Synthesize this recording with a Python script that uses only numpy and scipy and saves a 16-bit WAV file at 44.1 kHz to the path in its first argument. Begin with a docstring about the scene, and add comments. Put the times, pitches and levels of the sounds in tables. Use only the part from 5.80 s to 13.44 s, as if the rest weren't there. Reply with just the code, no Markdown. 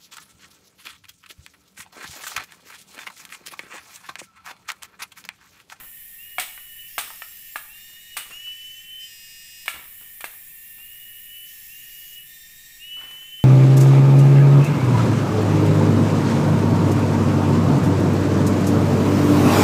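"""In a tropical forest, someone chops at a standing bamboo pole with a long blade, a few metres off.
Each blow rings the hollow cane as fading sine waves and splits fibres in a shower of noise snaps.
Leaf litter rustles under the pole and feet in softer showers of snaps.
Cicadas whine upwards, buzz and rasp, each built from overtones of its click rate.
Behind them lie still air, a far chorus and a high hiss, all made of shaped noise."""
import sys
import numpy as np
from scipy import signal
from scipy.fft import rfft, irfft, next_fast_len
from scipy.io import wavfile

SR = 44100
rng = np.random.default_rng(int(sys.argv[2]) if len(sys.argv) > 2 else 0)


def transcribe(u):
    """Save the signal u as a 16-bit wav file named by the first command-line argument.

    u: samples, shape (n,) or (channels, n), limited to [-1, 1]; the rate is SR.
    q: integer samples, one column per channel.
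    """
    v = np.clip(np.atleast_2d(u).T, -1, 1)
    q = np.round(v * 32767).astype(np.int16)
    wavfile.write(sys.argv[1], SR, q)


N = 336924
TIME = np.arange(N) / SR
DRIFT_TIME = np.arange(2048) / 250  # slow changes are drawn at these times (s)


def amp(db):
    """Turns decibels into a gain."""
    return 10 ** (np.asarray(db) / 20)


def unit(x):
    """Scales a signal to an rms of 1."""
    return x / np.sqrt(np.mean(x ** 2) + 1e-20)


def read(points, hz):
    """Reads a table of (Hz, value) between its points, along a log-frequency axis."""
    point_hz, value = np.transpose(points)
    return np.interp(np.log(hz + 1), np.log(point_hz), value)


def add(mix, start, sound):
    """Adds a sound at a start time in seconds; it may have begun before time zero."""
    at = round(start * SR)
    sound = sound[max(-at, 0):]
    part = mix[max(at, 0):][:len(sound)]
    part += sound[:len(part)]


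def hold(t, length, attack, release):
    """Rises from 0 to 1, holds, and is back at 0 after the given length."""
    return np.clip(np.minimum(t / attack, (length - t) / release), 0, 1)


def drift(rate):
    """Slow chance of rms 1 on the coarse time grid, changing about rate times a second."""
    hz = np.fft.rfftfreq(len(DRIFT_TIME), DRIFT_TIME[1])
    spectrum = rfft(rng.standard_normal(len(DRIFT_TIME)))
    return unit(irfft(spectrum / (1 + (hz / rate) ** 2)))


def wander(size, rate):
    """Slow chance, one value for each sample."""
    return np.interp(np.arange(size) / SR, DRIFT_TIME, drift(rate))


def colour(x, points):
    """Filters with the given spectrum; the filter has energy 1 and never sounds ahead of its input."""
    hz = abs(np.fft.fftfreq(2048, 1 / SR))
    log_gain = np.log(amp(read(points, hz)))
    taps = np.fft.ifft(np.exp(np.conj(signal.hilbert(log_gain)))).real
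    return signal.oaconvolve(x, taps / np.linalg.norm(taps))[:len(x)]


def noise(points, ripple_db):
    """Steady noise whose spectrum many separate singers make finely ribbed above 2 kHz."""
    size = next_fast_len(N)
    hz = np.fft.rfftfreq(size, 1 / SR)
    ribs = np.interp(hz, np.linspace(0, SR / 2, num=900), rng.standard_normal(900))
    gain = amp(read(points, hz) + ripple_db * ribs * (hz > 2000))
    return unit(irfft(rfft(rng.standard_normal(size)) * gain, size)[:N])


def forest_bed():
    """Still air, a throbbing far chorus around one pitch, and a high hiss that comes in long bouts."""
    # Steady forest air and far insects. Each row: frequency in Hz, relative level in dB.
    air_points = [(20, 12.5), (50, 0.5), (100, -0.5), (160, 1), (260, -10), (500, -15.5), (1450, -16),
                  (2150, -0.5), (2450, -2), (2970, -2.5), (3400, -4), (4500, -14.5), (5500, -7.5),
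                  (6400, -13.5), (7600, -4), (10300, -7), (12800, 0), (15500, -2)]
    # Far cicadas merged in one band. Each row: frequency in Hz, relative level in dB.
    chorus_points = [(1500, -28.5), (1720, -3.5), (1835, 2), (1950, -9.5), (2200, -33.5)]
    # High hissing insects. Each row: frequency in Hz, relative level in dB.
    hiss_points = [(6000, -34), (9000, -11), (10500, -14), (11300, 3), (12000, -13), (13200, 4),
                   (14100, -17), (14800, 5.5), (15250, 1.5), (15600, -9)]
    # Bouts of high hiss. Each row: start in seconds, end in seconds, level in dB.
    hiss_bouts = [(-.5, 2.29, -43), (3.7, 6.82, -43)]
    rest_db, rise_s, fall_s = -53.5, 0.4, 0.48  # the hiss between bouts, and how each bout comes and goes

    air = amp(-47.5) * noise(air_points, ripple_db=4.5)
    chorus = amp(-59.5 + 1.06 * wander(N, 3.8)) * noise(chorus_points, ripple_db=-12)

    # one voice stands out of the chorus, with a wavering pitch and level
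    leader_hz = 1836 + 12 * wander(N, 12.13)
    leader = amp(-56.0 + 2.86 * wander(N, 35)) * np.sin(2 * np.pi * np.cumsum(leader_hz) / SR)

    hiss_db = rest_db + 0.5 * wander(N, 40)
    for start, end, db in hiss_bouts:
        hiss_db += (db - rest_db) * hold(TIME - start, end - start, rise_s, fall_s)
    hiss = amp(hiss_db) * noise(hiss_points, ripple_db=0.5)
    return air + chorus + leader + hiss


def cicada(rate, tones, step, rest_db, fade_db, jitter, halo_db):
    """Tymbal clicks make a stack of lines; paths through the trees make each line fade and flutter."""
    t = np.arange(len(rate)) / SR
    strong = {round(k): db for k, db in tones}
    uneven_rate = rate * (1 + jitter * wander(len(t), 22))
    turn = np.exp(2j * np.pi * step * np.cumsum(uneven_rate) / SR)
    lowest, highest = round(6 / step), round(30 / step)  # from 6 to just under 30 times the click rate
    song, line = np.zeros(len(t)), turn ** lowest
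    for k in range(lowest, highest):
        flutter = 1 + amp(halo_db) * (drift(46) + 1j * drift(41))
        paths = flutter * np.exp(2j * np.pi * rng.random())
        gain = amp(strong.get(k, rest_db) + fade_db * drift(4.3)) * paths
        song += (np.interp(t, DRIFT_TIME, gain) * line).real
        line = line * turn  # on to the next overtone
    return unit(song)


def whines():
    """Each whine scoops up and climbs, swells at the body's resonance, and beats with its trunk echo."""
    # Rising whines. Each row: start in seconds, end in seconds, base click rate in Hz, climb in the
    # first second in Hz, click rate at which the body rings in Hz, level in dB before the swell,
    # trunk echo in dB relative to the whine.
    phrases = [(-.4, .3, 281.0, 21.7, 295, -64, -18), (.37, 1.12, 284.8, 13.7, 295.5, -50.5, -42),
               (1.018, 1.747, 275.5, 20, 295, -59, -26), (1.876, 2.5, 278.7, 20.2, 291.7, -51, -14),
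               (2.503, 3.288, 289.8, 18.7, 296, -41, -12.5), (3.704, 4.42, 284.8, 17, 296, -63.5, -20),
               (4.66, 5.726, 269.4, 19.7, 286, -58.5, -27), (4.962, 5.742, 282.1, 19, 296, -50.5, -29),
               (5.876, 6.455, 279.7, 18.3, 292.3, -49.5, -20), (6.986, 7.75, 290.5, 18.3, 296, -40.5, -17)]
    # Strong overtones. Each row: multiple of the click rate, relative level in dB.
    tones = [(8, -18), (9, -6.5), (10, 7), (11, -20), (20, -19.5)]
    scoop_hz, scoop_s, climb_power = 31, 0.033, 0.6  # scoops up to speed, then climbs ever more slowly
    swell_peak_db, body_width_hz = 6.5, 1.05
    trunk_echo_s = 0.0243

    out = np.zeros(N)
    for start, end, base_hz, climb_hz, body_hz, db, echo_db in phrases:
        t = np.arange(0, end - start, 1 / SR)
        rate = base_hz + climb_hz * t ** climb_power - scoop_hz * np.exp(-t / scoop_s)
        swell_db = swell_peak_db * np.exp(-((rate - body_hz) / body_width_hz) ** 2)
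        song = cicada(rate, tones, step=1, rest_db=-36, fade_db=0.8, jitter=0.0008, halo_db=-14)
        song = song * amp(db + swell_db) * hold(t, end - start, attack=0.031, release=0.068)
        add(out, start, song)
        add(out, start + trunk_echo_s, amp(echo_db) * song)
    return out


def crackle(t, t60, rise, spread_db):
    """A shower of snaps of uneven size that dies by 60 dB in t60 seconds."""
    size_db = spread_db * np.minimum(rng.exponential(1, len(t)), 4)
    snaps = rng.standard_normal(len(t)) * amp(size_db)
    return unit(snaps) * amp(-60 * t / t60) * (1 - np.exp(-t / rise))


def litter():
    """Dry leaves and twigs crush in short bursts."""
    # Rustles under the pole and feet. Each row: start in seconds, level in dB, time to die by 60 dB
    # in seconds.
    rustles = [(0.0, -47.5, 0.31), (1.238, -48, 0.42), (2.093, -60, 0.31), (2.457, -53, 0.28),
               (2.5, -46, 0.24), (2.67, -55.5, 0.16), (3.94, -43, 0.44), (4.01, -47.5, 0.12),
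               (4.211, -50, 0.16), (4.979, -56, 0.16), (7.167, -49, 0.98), (7.234, -49.5, 0.38),
               (7.306, -57, 0.5), (7.417, -55, 0.092), (7.596, -52, 0.065)]
    # Tone of the litter. Each row: frequency in Hz, relative level in dB.
    litter_points = [(80, 0), (250, 0), (600, -1.5), (1300, 4), (2500, 1.5), (4500, -8.5), (9000, -20),
                     (15500, -52)]

    out, t = np.zeros(N), np.arange(SR // 3) / SR
    for start, db, t60 in rustles:
        uneven_gain = amp(db + 1.6 * wander(len(t), 70))
        add(out, start, uneven_gain * crackle(t, t60, rise=0.00042, spread_db=8))
    return colour(out, litter_points)


def chopping():
    """The blade jolts the pole and rings its modes according to where it lands, then fibres tear."""
    # Blows of the blade. Each row: start in seconds, relative knock level in dB, place on the pole
    # (0 high, 1 middle, 2 low), pitch factor, relative thud level in dB, relative splitting level
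    # in dB, time for the splitting to die by 60 dB in seconds.
    blows = [(0.5835, -8, 0.085, 1, -20, -29, .05), (.5866, -21, 0.89, 1.03, -46, -29, 0.055),
             (0.596, -30, 0.065, 0.87, -49, -20, 0.17), (0.777, -32, 2.5, 0.91, -51, -51.5, .05),
             (1.1809, -9, 0.34, 0.95, -17.5, -20.5, 0.19), (1.304, -31, 0.97, 0.74, -39, -39, .06),
             (1.4203, -22, 1.27, 1.09, -66, -44, 0.19), (1.7585, -16, 0.98, 1.0, -21.5, -30.5, 0.16),
             (2.368, -21.5, 0.86, 0.98, -26, -23, 0.19), (3.858, -46, 1, 0.39, -60, -33.5, 0.09),
             (3.8806, -10.5, 1.99, 1.044, -20.5, -27, 0.21), (4.4069, -29.5, 1.6, 1.08, -52, -31, 0.053),
             (4.4423, -19.5, 1.57, 0.98, -18, -27, 0.051), (4.4524, -48, 0.82, 0.53, -53, -34, 0.11),
             (7.2126, -30, 0.5, 1.23, -46, -54, 0.032), (7.31, -40, 1.2, 1.08, -62, -40, .05)]
    # Ways the pole can ring. Each row: frequency in Hz before the pitch factor, time to die by 60 dB
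    # in seconds before the soil's damping, relative level in dB when struck high, in the middle, low.
    pole = [(650, 0.074, -57, -19, -25), (738, 0.053, -8, -20, -38), (875, 0.12, -18, -14.5, -69),
            (1080, .03, -14, -47, -48), (1216, 0.057, -12.5, -2.5, -17), (1304, 0.22, -24, -21.5, -17),
            (1414, 0.029, -7.5, -5, -56), (1670, 0.039, -36, -7.5, -3), (1696, 0.028, -13, 3, -8.5),
            (2154, 0.027, -18, -3.5, 4.5), (2246, 0.054, 0.5, -35, -11), (2390, .035, -17, -9, -7),
            (2700, 0.073, -25, -7.5, -9), (3205, 0.022, -8, -27, -3.5)]
    # The whole pole jolts. Each row: frequency in Hz, relative level in dB.
    thud_points = [(40, -33), (130, -12), (280, -4), (700, 6.5), (1100, 4), (1800, -7.5), (5000, -38)]
    # Splitting fibres. Each row: frequency in Hz, relative level in dB.
    fibre_points = [(150, -18), (550, -12.5), (1000, -5.5), (2400, 2), (3500, 0), (5200, -8.5), (7000, -8),
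                    (8800, 0.5), (11000, -8.5), (15500, -2.5)]

    knocks, jolts, splits = np.zeros((3, N))
    t = np.arange(SR // 4) / SR
    hz, t60, *by_place = np.transpose(pole)
    for start, db, place, pitch, thud_db, split_db, split_t60 in blows:
        # a blow between two places blends their mode levels
        weights = np.maximum(1 - abs(np.clip(place, 0, 2) - np.arange(3)), 0)
        damping = 1 + 0.26 * weights[2]  # the soil deadens blows near the foot
        gains = amp(weights @ np.array(by_place) - 60 * damping * t[:, None] / t60)
        modes = gains * np.sin(2 * np.pi * hz * pitch * t[:, None])
        add(knocks, start, amp(db) * modes.sum(1))
        add(jolts, start, amp([thud_db]))  # a single click, coloured below
        add(splits, start, amp(split_db) * crackle(t, split_t60, rise=0.00016, spread_db=4.0))

    # a thin cane radiates little bass, and the contact time rounds off the treble
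    band = signal.butter(4, [560, 4200], "bandpass", fs=SR, output="sos")
    radiated = amp(-7.5) * signal.sosfilt(band, knocks)
    thuds = amp(10.5) * colour(jolts, thud_points)
    tearing = amp(-1.0) * colour(splits, fibre_points)
    return radiated + thuds + tearing


def buzzes():
    """A buzz swells, holds one pitch and dies; the close one is clean, the far ones flutter."""
    # Steady buzzes. Each row: start in seconds, end in seconds, click rate in Hz, level in dB,
    # nearness (1 close by, 0 far).
    phrases = [(1.049, 1.8, 281.4, -51.5, 0), (2.473, 3.104, 283.8, -53, 0), (3.18, 3.934, 298.7, -45.8, 1),
               (5.638, 6.426, 283.3, -52, 0)]
    # Overtones count in half click rates, as the two tymbals differ.
    # Close buzz. Each row: multiple of half the click rate, relative level in dB.
    close_tones = [(17, -3.7), (18, -13.1), (19, 0.0), (21, -14.5), (23, -12.3), (25, -14.3), (31, -16.1),
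                   (33, -3.2), (34, -4.7), (35, -7.5), (36, -9.9), (38, -6.7), (39, -15.7), (40, -14.7),
                   (42, -15.5), (46, -12.4), (48, -7.8), (50, -12.4), (53, -12.6), (54, -4.5), (55, -15.3),
                   (56, -8.2)]
    # Far buzzes. Each row: multiple of half the click rate, relative level in dB.
    far_tones = [(19, 0), (21, -0.5), (23, -7), (33, -4.5), (35, -7), (36, -7), (38, -3), (39, -4),
                 (40, -6.5), (42, -11), (44, -3.5), (46, -13), (48, -2), (53, 0.5)]

    out = np.zeros(N)
    for start, end, rate_hz, db, close in phrases:
        t = np.arange(0, end - start, 1 / SR)
        rate = np.full(len(t), rate_hz)
        if close > 0.5:
            song = cicada(rate, close_tones, step=0.5, rest_db=-18, fade_db=0.8, jitter=0.0001, halo_db=-19)
        else:
            song = cicada(rate, far_tones, step=0.5, rest_db=-14, fade_db=2.5, jitter=0.0003, halo_db=-6.5)
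        envelope = hold(t, end - start, attack=0.05, release=0.095)
        add(out, start, amp(db) * envelope * song)
    return out


def rasps():
    """A rough phrase that falters briefly as it steps up to a faster click rate."""
    # Rasps. Each row: start in seconds, end in seconds, level in dB before the dip.
    phrases = [(1.9, 2.484, -52), (6.43, 7.135, -50.5)]
    # Strong overtones. Each row: multiple of the click rate, relative level in dB.
    tones = [(6, -3.5), (11, -33), (12, 1), (13, -9.5), (18, -3.5), (19, -7), (24, -4), (25, -3.5)]
    base_hz, climb_hz_per_s = 301.5, 5
    gear_hz, gear_at_s, gear_s, gear_dip_db = 7, 0.29, 0.03, -4  # part-way through, it shifts up a gear

    out = np.zeros(N)
    for start, end, db in phrases:
        t = np.arange(0, end - start, 1 / SR)
        gear = (1 + np.tanh((t - gear_at_s) / gear_s)) / 2  # goes from 0 to 1
        rate = base_hz + climb_hz_per_s * t + gear_hz * gear
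        song = cicada(rate, tones, step=1, rest_db=-11, fade_db=1.2, jitter=0.0026, halo_db=-8)
        level = amp(db + gear_dip_db * np.sin(np.pi * gear))
        add(out, start, level * hold(t, end - start, attack=0.1, release=0.15) * song)
    return out


def trees(x, t60, treble_t60, delay):
    """Trunks and leaves scatter the sound back as sparse echoes; low and high tones die at own rates."""
    t = np.arange(SR) / SR
    taps = rng.choice([-1., 1.], SR) * (rng.random(SR) < 2500 / SR) * (t > delay)  # about 2500 a second
    hz, at, bands = signal.stft(taps, SR, nperseg=256)
    decay = read([(900, t60), (5000, treble_t60)], hz)[:, None]
    tail = signal.istft(bands * amp(-60 * at / decay), SR, nperseg=256)[1]
    return signal.fftconvolve(x, tail / np.linalg.norm(tail))[:N]


def cicadas():
    """Three kinds of phrase; the canopy smears the ones that glide."""
    gliding = whines() + rasps()
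    canopy = amp(-14) * trees(gliding, t60=1.0, treble_t60=0.15, delay=0.0091)
    return buzzes() + gliding + canopy


def scene():
    """The work on the pole with near and far scatter, among the insects; mono on both channels."""
    work = chopping() + litter()
    near = amp(-8.0) * trees(work, t60=0.16, treble_t60=0.52, delay=0.0031)
    far = amp(-12.5) * trees(work, t60=0.49, treble_t60=0.68, delay=0.02)
    return np.tile(work + near + far + cicadas() + forest_bed(), (2, 1))


def record(dry):
    """The recorder's band limit: a steep filter removes what lies above its edge."""
    edge_hz = 15560
    lowpass = signal.firwin(511, edge_hz, window=("kaiser", 9), fs=SR)
    return signal.oaconvolve(dry, lowpass[None], "same")


dry = scene()
out = record(dry)
transcribe(out)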